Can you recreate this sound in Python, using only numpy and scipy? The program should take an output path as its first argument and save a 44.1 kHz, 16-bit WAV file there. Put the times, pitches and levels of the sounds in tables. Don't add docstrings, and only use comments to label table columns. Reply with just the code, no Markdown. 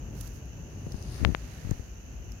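import sys
import numpy as np
from scipy import signal
from scipy.fft import rfft, irfft, next_fast_len
from scipy.io import wavfile
from scipy.ndimage import map_coordinates

SR = 44100
rng = np.random.default_rng(int(sys.argv[2]) if len(sys.argv) > 2 else 0)


def master(y):
    cut = np.clip(np.atleast_2d(y).T, -1, 1)
    pcm = np.round(cut * 32767)
    wavfile.write(sys.argv[1], SR, pcm.astype(np.int16))


N = 105840

# t/s, level/dB
RUMBLE_ENVELOPE = [(0, -41), (.25, -41.5), (.42, -44), (.7, -41.5), (1.2, -40), (1.35, -45), (1.7, -46),
                   (1.95, -48), (2.2, -46), (2.4, -46)]
DEEP_ENVELOPE = [(0, -45), (.2, -41), (.55, -42.5), (.8, -43), (1.2, -42.5), (1.5, -47), (1.8, -46),
                 (2.2, -38.5), (2.4, -48)]
# f/Hz, relative density/dB
RUMBLE_SPECTRUM = [(15, -30), (40, -18.5), (75, 0), (120, 0), (170, -7), (300, -13.5), (500, -20.5),
                   (1000, -30), (2000, -50), (4000, -58)]
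DEEP_SPECTRUM = [(15, -48), (27, -32), (37, -3), (58, 8), (80, -9.5), (130, -34.5), (500, -74)]
# f/Hz, coherence/1
RUMBLE_COHERENCE = [(60, 0.92), (150, 0.99), (380, 0.83), (950, 0.17), (2400, 0.091)]
# f/Hz, relative density/dB
LEFT_HISS_SPECTRUM = [(200, -4), (700, -1), (1050, -14.5), (1550, -3.5), (2250, -10), (2650, -1),
                      (2950, -2), (3350, -18), (5000, -20), (6300, -35), (8000, -43), (10000, -26.5),
                      (12300, -26.5), (15500, -26)]
RIGHT_HISS_SPECTRUM = [(200, 4), (700, -3.5), (1500, -7.5), (2800, -15), (3600, -16.5), (5300, -12),
                       (5800, -3), (6300, 4), (7000, -4.5), (7600, -21), (9000, -31), (11000, -21),
                       (12300, -13), (13500, -21.5), (15500, -27)]
# t/s, level/dB
BRUSH_ENVELOPE = [(.13, -66), (.17, -51), (.215, -50), (.275, -49.5), (.3, -57), (.36, -55), (.42, -67)]
LEFT_SLIDE_ENVELOPE = [(.7, -69), (.85, -66), (.95, -57.5), (1.05, -56), (1.16, -49), (1.22, -55),
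                       (1.28, -69), (1.45, -75)]
RIGHT_SLIDE_ENVELOPE = [(.75, -71), (.95, -62), (1.08, -57.5), (1.2, -49.5), (1.35, -54.5), (1.57, -51.5),
                        (1.75, -55), (1.86, -61), (2, -88)]
SWELL_ENVELOPE = [(1, -73), (1.2, -49), (1.4, -60), (1.72, -56.5), (1.85, -70), (1.95, -84)]
# f/Hz, relative density/dB
BRUSH_SPECTRUM = [(400, -1), (1500, 1.5), (3000, -5.5), (4700, -1.5), (6300, 5.5), (8500, -10), (10500, -2),
                  (13000, -0.5), (15500, -7)]
LEFT_SLIDE_SPECTRUM = [(300, -10), (1000, -7), (2300, -20), (3700, -4.5), (5000, 1.5), (7500, -18),
                       (9300, -5), (11500, -11.5), (15500, -27)]
RIGHT_SLIDE_SPECTRUM = [(300, 2.5), (1000, -10.5), (1800, 0), (3300, -7), (4700, -3.5), (8500, -14),
                        (11500, -11), (15500, -19)]
SWELL_SPECTRUM = [(400, -3), (1200, -1.5), (2000, -0.5), (3300, -14), (6000, -38), (12000, -34)]
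# t/s, level/dB, T60/s, left minus right/dB, ring f/Hz
CASE_TICKS = [(0.208, -40.5, 0.025, -26, 11000), (0.2106, -30, 0.015, -27, 10800),
              (0.2755, -30.5, 0.0064, -27, 11100), (.457, -43, .005, -14, 10900),
              (0.9202, -35, 0.015, 2, 4750), (1.025, -35, .012, 3.5, 5260),
              (1.7095, -23, 0.0057, -36, 6200), (1.7705, -42, 0.0042, -15, 6300),
              (2.097, -55, .005, -18, 6300), (2.3201, -31.5, 0.0072, -34, 5600)]
# t/s, level/dB, f/Hz
PORT_BUMPS = [(.869, -23, 153), (.946, -22.5, 108), (1.652, -24, 92), (1.673, -25, 122), (1.695, -23, 131),
              (1.715, -14, 127), (1.722, -18, 73), (1.798, -27, 98)]
# t/s, level/dB
JUDDER_ENVELOPE = [(1.203, -26), (1.221, -18), (1.236, -15), (1.26, -11), (1.292, -15), (1.312, -20),
                   (1.335, -27)]
# f/Hz, relative density/dB
TICK_SPECTRUM = [(500, -4), (2500, -11), (4500, -1.5), (6300, 4), (8000, -7.5), (11000, -3), (15500, -8)]
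KNOCK_SPECTRUM = [(150, -12), (500, 4), (1100, -2.5), (1900, -9), (4000, -25), (9000, -50)]
SCUFF_SPECTRUM = [(25, -24), (70, -3), (250, -5.5), (450, -12.5), (800, -22), (2000, -41), (5000, -55)]
# t/s, level/dB, f/Hz
PORT_POPS = [(1.2495, -6.5, 1640), (1.3489, -13, 1340)]

TIME = np.arange(N) / SR


def amp(db):
    return 10 ** (np.asarray(db) / 20)


def unit_rms(x):
    return x / np.sqrt(np.mean(x ** 2) + 1e-20)


def curve_at(points, hz):
    f, values = np.transpose(points)
    return np.interp(np.log(hz + 1), np.log(f + 1), values)


def envelope(points):
    times, db = np.transpose(points)
    return amp(np.interp(TIME, times, db)) * (TIME >= times[0]) * (TIME <= times[-1])


def wobble(knots_per_s):
    knots = rng.standard_normal(int(N * knots_per_s / SR) + 4)
    return map_coordinates(knots, [TIME * knots_per_s])


def filtered(x, response):
    size = next_fast_len(N + SR // 2)
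    return irfft(rfft(x, size) * response(np.fft.rfftfreq(size, 1 / SR)), size)[..., :N]


def noise(spectrum):
    return unit_rms(filtered(rng.standard_normal(N), lambda hz: amp(curve_at(spectrum, hz))))


def distant_noise(spectrum, left_bias_db=1.04):
    angle = lambda hz: np.arccos(np.clip(curve_at(RUMBLE_COHERENCE, hz), -1, 1)) / 2
    mid = filtered(noise(spectrum), lambda hz: np.cos(angle(hz)))
    side = filtered(noise(spectrum), lambda hz: np.sin(angle(hz)))
    return np.array([(mid + side) * amp(left_bias_db), (mid - side) * amp(-left_bias_db)])


def air_rumble(flutter_db=1.1):
    body = distant_noise(RUMBLE_SPECTRUM) * envelope(RUMBLE_ENVELOPE) * amp(flutter_db * wobble(14))
    deep = distant_noise(DEEP_SPECTRUM) * envelope(DEEP_ENVELOPE)
    return body + deep


def port_hiss(left_db=-55.5, right_db=-53):
    return np.array([amp(left_db) * noise(LEFT_HISS_SPECTRUM),
                     amp(right_db) * noise(RIGHT_HISS_SPECTRUM)])


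def friction(levels, spectrum, grain_db=1.4):
    return envelope(levels) * unit_rms(noise(spectrum) * amp(grain_db * wobble(250)))


def finger_slides():
    left = friction(LEFT_SLIDE_ENVELOPE, LEFT_SLIDE_SPECTRUM)
    left += friction(SWELL_ENVELOPE, SWELL_SPECTRUM)
    right = friction(RIGHT_SLIDE_ENVELOPE, RIGHT_SLIDE_SPECTRUM)
    right += friction(BRUSH_ENVELOPE, BRUSH_SPECTRUM)
    return np.array([left, right])


def case_ticks(attack_s=0.00026, ring_db=9.5, half_width_hz=1000):
    out = np.zeros((2, N))
    for start, db, t60, pan_db, ring_hz in CASE_TICKS:
        age = np.maximum(TIME - start, 0)
        shape = (1 - np.exp(-age / attack_s)) * np.exp(-np.log(1000) * age / t60)
        pan = amp([[pan_db / 2], [-pan_db / 2]])
        resonance_db = lambda hz: ring_db / (1 + ((hz - ring_hz) / half_width_hz) ** 2)
        response = lambda hz: amp(curve_at(TICK_SPECTRUM, hz) + resonance_db(hz))
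        ring = unit_rms(filtered(rng.standard_normal((2, N)), response))
        out += amp(db) * shape * pan / np.linalg.norm(pan) * ring
    return out


def pulse(centre_s, hz, skew=0):
    phase = np.clip(2 * np.pi * hz * (TIME - centre_s), -20, 20)
    phase *= 1 - skew * np.tanh(phase)
    return phase * np.exp((1 - phase ** 2) / 2)


def port_bumps(knock_db=-23, knock_s=0.0027):
    case_noise = amp(knock_db) * noise(KNOCK_SPECTRUM)
    out = np.zeros(N)
    for centre, db, hz in PORT_BUMPS:
        knock = case_noise * np.exp(-((TIME - centre) / knock_s + 1) ** 2)
        out += amp(db) * (pulse(centre, hz, skew=0.48) + knock)
    return out


def finger_judder(slips_per_s=68, slip_hz=110, time_scatter=0.119, pitch_scatter=0.12, scuff_db=-19):
    times, db = np.transpose(JUDDER_ENVELOPE)
    scuff = amp(scuff_db) * envelope(JUDDER_ENVELOPE) * noise(SCUFF_SPECTRUM)
    slips = np.zeros(N)
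    for beat in np.arange(times[0], times[-1], 1 / slips_per_s):
        centre = beat + time_scatter * rng.standard_normal() / slips_per_s
        hz = slip_hz * np.exp(pitch_scatter * rng.standard_normal())
        slips += amp(np.interp(beat, times, db)) * pulse(centre, hz, skew=0.48)
    return scuff + slips


def port_pops(octave_gain=0.39, crack_db=-26, leak_gain=0.75, leak_s=0.00097):
    out = np.zeros(N)
    for centre, db, hz in PORT_POPS:
        age = np.maximum(TIME - centre, 0)
        suction = np.exp(-np.abs(2 * np.pi * hz * (TIME - centre) + 1) / 2)
        snap = pulse(centre, hz) + octave_gain * pulse(centre, 2 * hz)
        crack = amp(crack_db) * pulse(centre, 5.3 * hz)
        leak = leak_gain * (1 - np.exp(-age * hz)) ** 2 * np.exp(-age / leak_s)
        out += amp(db) * (snap + crack - suction + leak)
    return out


def scene():
    out = air_rumble() + port_hiss() + finger_slides() + case_ticks()
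    out[0] += port_bumps() + finger_judder() + port_pops()
    return out


def record(dry):
    low_cut_hz, top_hz = 29, 15850
    high_pass = signal.butter(2, low_cut_hz, "high", fs=SR, output="sos")
    return filtered(signal.sosfilt(high_pass, dry), lambda hz: hz < top_hz)


dry = scene()
out = record(dry)
master(out)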